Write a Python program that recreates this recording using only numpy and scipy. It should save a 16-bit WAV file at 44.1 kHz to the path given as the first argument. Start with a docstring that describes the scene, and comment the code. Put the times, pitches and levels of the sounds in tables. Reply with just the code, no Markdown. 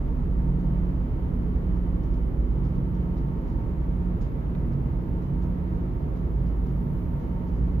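"""Cabin of a ferry under way, close to a window.
From the start: engine orders throb, machinery hums (sine lines with drifting gain), the hull rumbles and
booms (coloured noise, one unsteady line), ventilation blows, drones and whines; a faint hiss lies on top.
From 0.6 s wall panels creak softly (bursts of random slips); at 4.5 s a loose fitting taps once
(short noise burst); near 6.9 s the hiss swells once."""
import sys
import numpy as np
from scipy import signal
from scipy.fft import rfft, irfft
from scipy.io import wavfile

SR = 44100
rng = np.random.default_rng(int(sys.argv[2]) if len(sys.argv) > 2 else 0)


def generate_wav(signal):
    """Clip the signal to [-1, 1] and save it as 16-bit WAV at the path in sys.argv[1]."""
    frames = np.transpose(np.atleast_2d(signal))
    scaled = np.clip(frames, -1, 1) * 32767
    pcm = np.round(scaled).astype(np.int16)
    wavfile.write(sys.argv[1], SR, pcm)


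N = 343980
TIME_S = np.arange(N) / SR

# weaker engine lines: [multiple of crank speed, level/dB]
WEAK_ORDERS = [(2.48, -52), (4.03, -43), (5, -41.5), (6, -39), (6.74, -46.5), (16.5, -55)]
# slow engine shake through the hull: [t/s, level/dB]
SHAKE_LEVEL = [(0.0, -30), (0.5, -30), (1.15, -33.5), (2.2, -31.5), (2.9, -37), (3.9, -34), (4.4, -38),
               (6.3, -38.5), (7.8, -38.5)]
# engine firing tone through the hull: [t/s, level/dB]
FIRING_LEVEL = [(0.0, -36), (0.45, -27.3), (0.9, -27.5), (1.2, -35), (1.5, -29), (2.3, -26), (2.95, -30),
                (3.4, -36), (4.35, -30), (5.05, -35.5), (5.5, -37.5), (6.6, -26), (7.2, -38.3),
                (7.8, -27.5)]
# strong machinery hum: [t/s, level/dB]
HUM_LEVEL = [(0.0, -43), (0.5, -30.3), (0.85, -32.5), (1.02, -38), (1.14, -50), (1.28, -36), (1.42, -34.5),
             (1.56, -38.5), (1.72, -33.5), (1.95, -32.5), (2.15, -42), (2.45, -41), (2.65, -34.3),
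             (3.12, -32.7), (3.35, -39.5), (3.6, -39), (4.08, -32), (4.33, -42), (4.58, -37.5), (4.8, -41),
             (5.2, -35), (5.8, -33), (6.0, -49), (6.2, -35.5), (6.5, -39.5), (6.7, -34.5), (7.05, -36.5),
             (7.23, -46), (7.4, -35.5), (7.8, -34)]
# surging pump: [t/s, level/dB]
SURGING_PUMP_LEVEL = [(0.0, -48.5), (1.4, -44), (2.0, -49), (2.4, -44.5), (3.0, -49), (4.4, -47),
                      (4.75, -41.5), (5.1, -47), (5.45, -44.5), (6.3, -49), (6.7, -43), (7.03, -40),
                      (7.25, -49), (7.8, -50)]
# smaller pumps and fans: [f/Hz, level/dB, wavering part/steady part, left-right phase/rad]
SMALL_MACHINES = [(175.8, -52, .3, -.5), (198.3, -59, .3, 0), (283.5, -55, .7, -.3),
                  (325.5, -56.5, 1.5, -.2), (334, -53.5, 1, -.2), (422, -57, 1.3, -.6),
                  (471.1, -60, .3, -.8), (530, -63, .3, .6), (550, -68, .4, .7), (648, -69, .6, .5),
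                  (1048, -73, .4, .8), (1104, -72, 2, .8), (1288, -75, 1.5, 1.2), (1309, -73.3, 1.2, 1.2)]
# hull and water noise, before cabin resonances and drift: [f/Hz, level/dB per Hz]
RUMBLE_SPECTRUM = [(20, -89.5), (26, -75.5), (33, -64), (43, -48.5), (65, -47.5), (90, -54.5), (120, -53.5),
                   (145, -51), (168, -58), (213, -62), (240, -58), (300, -61.5), (390, -66.5), (560, -75),
                   (1000, -100)]
# boom of the plating: [t/s, level/dB]
BOOM_LEVEL = [(0, -38), (.75, -34), (1.25, -42.5), (2.1, -41.5), (2.4, -34), (2.85, -34.5), (3.2, -37),
              (4, -39.5), (4.7, -34.5), (5.1, -41), (6.2, -39), (6.8, -33.5), (7.2, -42), (7.8, -35.5)]
# ventilation air noise, before cabin resonances and drift: [f/Hz, level/dB per Hz]
AIR_SPECTRUM = [(250, -88), (650, -74.3), (840, -77.7), (940, -77.8), (1020, -80.8), (1130, -81.0),
                (1290, -82.3), (1450, -87.2), (1900, -90.9), (2500, -97.7), (3600, -104.5), (5000, -109.8),
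                (7000, -114.2), (9000, -130)]
# blower drone as a whole: [t/s, level/dB]
BLOWER_LEVEL = [(0.0, -61), (0.8, -55.5), (1.15, -60), (2.65, -62), (3.1, -54.5), (3.85, -54.5), (4.3, -63),
                (4.85, -57), (5.8, -57.5), (6.3, -64), (7.4, -54.5), (7.8, -58)]
# blower lines: [f/Hz, level re whole/dB, wavering part/steady part, left-right phase/rad, changes per s]
BLOWER_LINES = [(907, -3.7, 1.2, 1.4, 6), (933, -4.5, .6, 1.8, 6)]
# fan whine in the cabin: [t/s, left level/dB, right level/dB, left-right phase/rad]
WHINE_PATH = [(0, -84, -84, .5), (.35, -81, -86, -1.3), (.68, -76, -76.5, -1.6), (.85, -80, -73, -1.8),
              (1.1, -85, -73, -2.2), (1.55, -86, -72, -3.6), (2.1, -85, -73.3, -4.4),
              (2.45, -86, -72.5, -3.9), (2.8, -83, -73.3, -4.7), (3.15, -80.5, -75.3, -6.1),
              (3.55, -78, -86, -6.2), (3.95, -89, -79, -7.8), (4.4, -85, -78, -10.6),
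              (4.75, -80, -89, -11.5), (5.2, -75.3, -83, -13.3), (5.7, -80, -90, -14), (6.2, -83, -85, -14),
              (6.5, -88, -75.5, -14), (6.9, -90, -80, -13.2), (7.3, -83.5, -77.5, -12.3),
              (7.8, -90, -78.5, -12.5)]
# panel joint creaks, before the channel gains: [t/s, level/dB, fading time/s, centre f/Hz]
CREAKS = [(.593, -69, .025, 3800), (1.42, -73, .025, 3800), (1.76, -73.5, .018, 4500),
          (2.033, -66, 0.025, 3550), (2.134, -66, .035, 3550), (2.638, -67, 0.055, 3300),
          (2.75, -71.5, .025, 3500), (2.946, -67, 0.02, 3500), (3.166, -66, .033, 3700),
          (3.474, -68, .04, 3600), (4.208, -63, .042, 6600), (4.211, -60.5, .048, 1550),
          (4.72, -67.7, .022, 3500), (5.222, -68, .028, 3600), (5.42, -66.2, 0.024, 3700),
          (6.161, -67.5, 0.04, 3800), (6.461, -68.5, 0.025, 3700), (6.662, -67.5, .03, 3400),
          (6.967, -70, .025, 3600), (7.197, -72, .04, 4200), (7.472, -70, .025, 3800),
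          (7.55, -74, .04, 4200)]
# tap spectrum, relative: [f/Hz, level/dB]
TAP_COLOUR = [(300, -25), (1000, -5), (1700, 0), (2400, -5), (3100, -13), (3850, -7.5), (4500, -23),
              (7000, -29), (12000, -45)]
# microphone hiss, before cabin resonances and swell: [f/Hz, level/dB per Hz]
HISS_SPECTRUM = [(5000, -126), (7000, -121), (8200, -123), (10000, -114.9), (12000, -111.2),
                 (14500, -109.4), (15100, -111), (15400, -119)]
# cabin and duct resonances, dips negative: [f/Hz, width/Hz, gain/dB]
RESONANCES = [(112, 14, 1.5), (183, 10, 2.5), (253, 8.4, 2), (266.7, 5.6, -3), (318, 4, -3), (332, 17, 2),
              (430, 18, 2), (432, 7.1, -1), (710, 190, -2), (910, 43, 3), (1235, 55, -2), (2150, 260, 1.5),
              (5400, 1800, -1.85), (7800, 640, -3.5)]
# likeness of the two noise channels: [f/Hz, correlation -1..1]
LIKENESS = [(30, .98), (120, .94), (250, .92), (295, .6), (345, .86), (420, .6), (550, .38), (650, -.05),
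            (1000, -.15), (1500, -.32), (2200, -.05), (5000, 0)]
# phase by which left leads: [f/Hz, phase/rad]
LEFT_LEAD = [(40, 0.53), (100, -0.73), (200, 0.29), (290, 0.19), (450, -0.52), (600, 0.55), (1000, -0.43),
             (3000, 0.28)]
# left re right: [f/Hz, level/dB]
BALANCE = [(40, -3), (130, -2), (250, -2), (500, -2.5), (900, -3), (1500, -1.2), (5000, -1), (11000, 2)]

CRANK_HZ, SHAKE_ORDER, FIRING_ORDER = 12.01, 3, 4.492
HUM_HZ, SURGING_PUMP_HZ, BOOM_HZ = 177.95, 233.8, 138.3
WHINE_START_HZ, WHINE_SAG_HZ_PER_S = 3051.5, 4.2
WHINE_WAVER_RATIO, WHINE_CHANGES_PER_S = .25, 16
CREAK_WIDTH_OCTAVES, CREAK_RISE_PER_FADE = 1.3, .05
TAP_S, TAP_RISE_S, TAP_FADE_S = 4.548, .0018, .005
TAP_NOISE_DB = -44.7  # before the envelope
HISS_SWELL_S, HISS_SWELL_HALF_WIDTH_S, HISS_SWELL_DB = 6.93, 0.36, 3.2
FADE_IN_S, EDGE_HZ = .004, 15750


def gain_of(db):
    """Decibels to amplitude."""
    return 10 ** (np.asarray(db) / 20)


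def evened(x):
    """Scales to rms 1."""
    return x / np.sqrt(np.mean(abs(x) ** 2) + 1e-20)


def read(points, hz):
    """Linear interpolation of a table on a log-frequency axis."""
    f_hz, value = np.transpose(points)
    return np.interp(np.log(hz + 1), np.log(f_hz + 1), value)


def curves(rows):
    """Columns of a time table, interpolated to the sample rate."""
    t_s, *columns = np.transpose(rows)
    return [np.interp(TIME_S, t_s, column) for column in columns]


def drift(changes_per_s):
    """Slow complex random signal, rms 1, from low-passed noise."""
    size, span_s = 2048, 2 * TIME_S[-1]
    rate_hz = np.fft.fftfreq(size, span_s / size)
    white = rng.standard_normal(size) + 1j * rng.standard_normal(size)
    slow = np.fft.ifft(np.fft.fft(white) / (1 + (rate_hz / changes_per_s) ** 2))
    return evened(np.interp(TIME_S, np.linspace(0, span_s, size), slow))


def placed(hz, lead_rad):
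    """Complex left and right gains in the cabin's standing waves, mean power 1."""
    half = gain_of(read(BALANCE, hz) / 2) * np.exp(.5j * lead_rad)
    pair = np.array([half, 1 / half]).reshape(2, -1)
    return pair / np.sqrt(np.mean(abs(pair) ** 2, axis=0))


def noise(spectrum):
    """Stereo noise coloured by cabin resonances; channel likeness follows frequency."""
    hz = np.fft.rfftfreq(N, 1 / SR)
    a, b = rng.standard_normal((2, len(hz))) + 1j * rng.standard_normal((2, len(hz)))
    same = np.clip(read(LIKENESS, hz), -1, 1)
    db = read(spectrum, hz)
    db = db + sum(peak_db / (1 + (2 * (hz - f_hz) / width_hz) ** 2) for f_hz, width_hz, peak_db in RESONANCES)
    # roll-off beyond both ends of the table
    above = 1 + (hz / spectrum[-1][0] / 1.1) ** 12
    below = 1 + (spectrum[0][0] / 2 / (hz + 1)) ** 6
    ends = 1 / np.sqrt(above * below)
    pair = np.array([a, same * a + np.sqrt(1 - same ** 2) * b]) * placed(hz, read(LEFT_LEAD, hz))
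    return irfft(pair * gain_of(db) * ends * np.sqrt(N * SR) / 2, N)


def tone(hz, db, waver_ratio, lead_rad, changes_per_s):
    """Machine line; paths through the moving hull add a wavering part to the steady one."""
    turns = np.cumsum(hz * np.ones(N)) / SR + rng.random()
    waver = evened(1 + waver_ratio * drift(changes_per_s))
    line = placed(np.mean(hz), lead_rad) * waver * np.exp(2j * np.pi * turns)
    return np.sqrt(2) * gain_of(db) * line.real


def engines():
    """Crank orders; the shake and firing lines, 18 Hz apart, throb together; each swells and ebbs slowly."""
    crank_hz = CRANK_HZ * (1 + 0.0007 * drift(0.22).real)
    lead_rad = read(LEFT_LEAD, 4 * CRANK_HZ)
    main = [(SHAKE_ORDER, *curves(SHAKE_LEVEL)), (FIRING_ORDER, *curves(FIRING_LEVEL))]
    strong = sum(tone(order * crank_hz, db, 0.04, lead_rad, 0.67) for order, db in main)
    weak = sum(tone(order * crank_hz, db, .25, lead_rad, 1.2) for order, db in WEAK_ORDERS)
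    return strong + weak


def machinery():
    """Steady-pitch lines: a strong hum that waxes and wanes, a surging pump, smaller pumps and fans."""
    hum = tone(HUM_HZ, *curves(HUM_LEVEL), 0.083, .05, 1.3)
    pump = tone(SURGING_PUMP_HZ, *curves(SURGING_PUMP_LEVEL), 0.7, .1, 5)
    small = sum(tone(hz, db, waver_ratio, lead_rad, 0.0041 * hz)
                for hz, db, waver_ratio, lead_rad in SMALL_MACHINES)
    return hum + pump + small


def hull():
    """Water and propeller wash rumble through the plating, whose main resonance booms in surges."""
    boom = tone(BOOM_HZ, *curves(BOOM_LEVEL), 7.8, -.1, 9)
    rumble = noise(RUMBLE_SPECTRUM) * gain_of(0.23 * drift(0.75).real)
    return rumble + boom


def fan_whine():
    """Slowly sagging thin line; level and phase per channel make it wander from side to side."""
    left_db, right_db, lead_rad = curves(WHINE_PATH)
    hz = WHINE_START_HZ - WHINE_SAG_HZ_PER_S * TIME_S
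    turn = np.exp(2j * np.pi * np.cumsum(hz) / SR)
    left, right = [gain_of(db) * evened(1 + WHINE_WAVER_RATIO * drift(WHINE_CHANGES_PER_S))
                   for db in (left_db, right_db)]
    return np.sqrt(2) * np.array([left * turn * np.exp(1j * lead_rad), right * turn]).real


def ventilation():
    """Rushing air as drifting noise, the blower's two-line drone and the fan whine."""
    air = noise(AIR_SPECTRUM) * gain_of(0.55 * drift(4.6).real)
    drone_db, = curves(BLOWER_LEVEL)
    drone = sum(tone(hz, drone_db + db, waver_ratio, lead_rad, changes_per_s)
                for hz, db, waver_ratio, lead_rad, changes_per_s in BLOWER_LINES)
    return air + drone + fan_whine()


def panels():
    """Each creak is a short burst of tiny slips in a panel joint, scattered by the cabin."""
    size, slips_per_s, tail_s = 16384, 2000, .003
    t_s, hz = np.arange(size) / SR, np.fft.rfftfreq(size, 1 / SR)
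    out = np.zeros((2, N + size))
    for start_s, db, fade_s, centre_hz in CREAKS:
        slips = (rng.random(size) < slips_per_s / SR) * rng.standard_normal(size)
        slips *= np.exp(-t_s / fade_s) * (1 - np.exp(-t_s / (CREAK_RISE_PER_FADE * fade_s)))
        slips[0] = 1.5  # the joint lets go
        scatter = rng.standard_normal((2, size)) * np.exp(-t_s / tail_s)
        scatter[:, 0] = np.linalg.norm(scatter, axis=1) / 2  # the direct path leads
        colour = np.exp(-(np.log2((hz + 1) / centre_hz) / CREAK_WIDTH_OCTAVES) ** 2)
        colour = colour / np.sqrt(1 + (hz / 6800) ** 18)
        creak = irfft(rfft(slips) * rfft(scatter) * colour, size)
        creak = np.roll(creak, SR // 1000, axis=1)  # 1 ms later: room for the filter's pre-ring
        # energy: the row's level held for fading time plus tail
        creak = evened(creak) * np.sqrt((fade_s + tail_s) / t_s[-1])
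        out[:, round(start_s * SR):][:, :size] += gain_of(db) * creak
    return out[:, :N] * gain_of([[-4], [-2]])  # left, right dB


def tap():
    """A loose fitting knocks once: a soft, dull noise burst, independent left and right."""
    age_s = np.maximum(TIME_S - TAP_S, 0)
    envelope = (1 - np.exp(-age_s / TAP_RISE_S)) * np.exp(-age_s / TAP_FADE_S)
    burst = rng.standard_normal((2, N)) * envelope
    colour = evened(gain_of(read(TAP_COLOUR, np.fft.rfftfreq(N, 1 / SR))))
    return gain_of(TAP_NOISE_DB) * irfft(rfft(burst) * colour, N)


def scene():
    """Sum of all sources at the window."""
    return engines() + machinery() + hull() + ventilation() + panels() + tap()


def microphone_hiss():
    """Faint high noise of the microphone, with one bell-shaped swell in level."""
    swell_db = HISS_SWELL_DB * np.exp(-((TIME_S - HISS_SWELL_S) / HISS_SWELL_HALF_WIDTH_S) ** 2)
    return noise(HISS_SPECTRUM) * gain_of(swell_db)


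def record(dry):
    """Adds the hiss, then a short fade-in and a linear-phase low-pass."""
    sound = (dry + microphone_hiss()) * np.minimum(TIME_S / FADE_IN_S, 1)
    low_pass = signal.firwin(511, EDGE_HZ, window=("kaiser", 9), fs=SR)
    return signal.oaconvolve(sound, low_pass[None], "same")


dry = scene()
out = record(dry)
generate_wav(out)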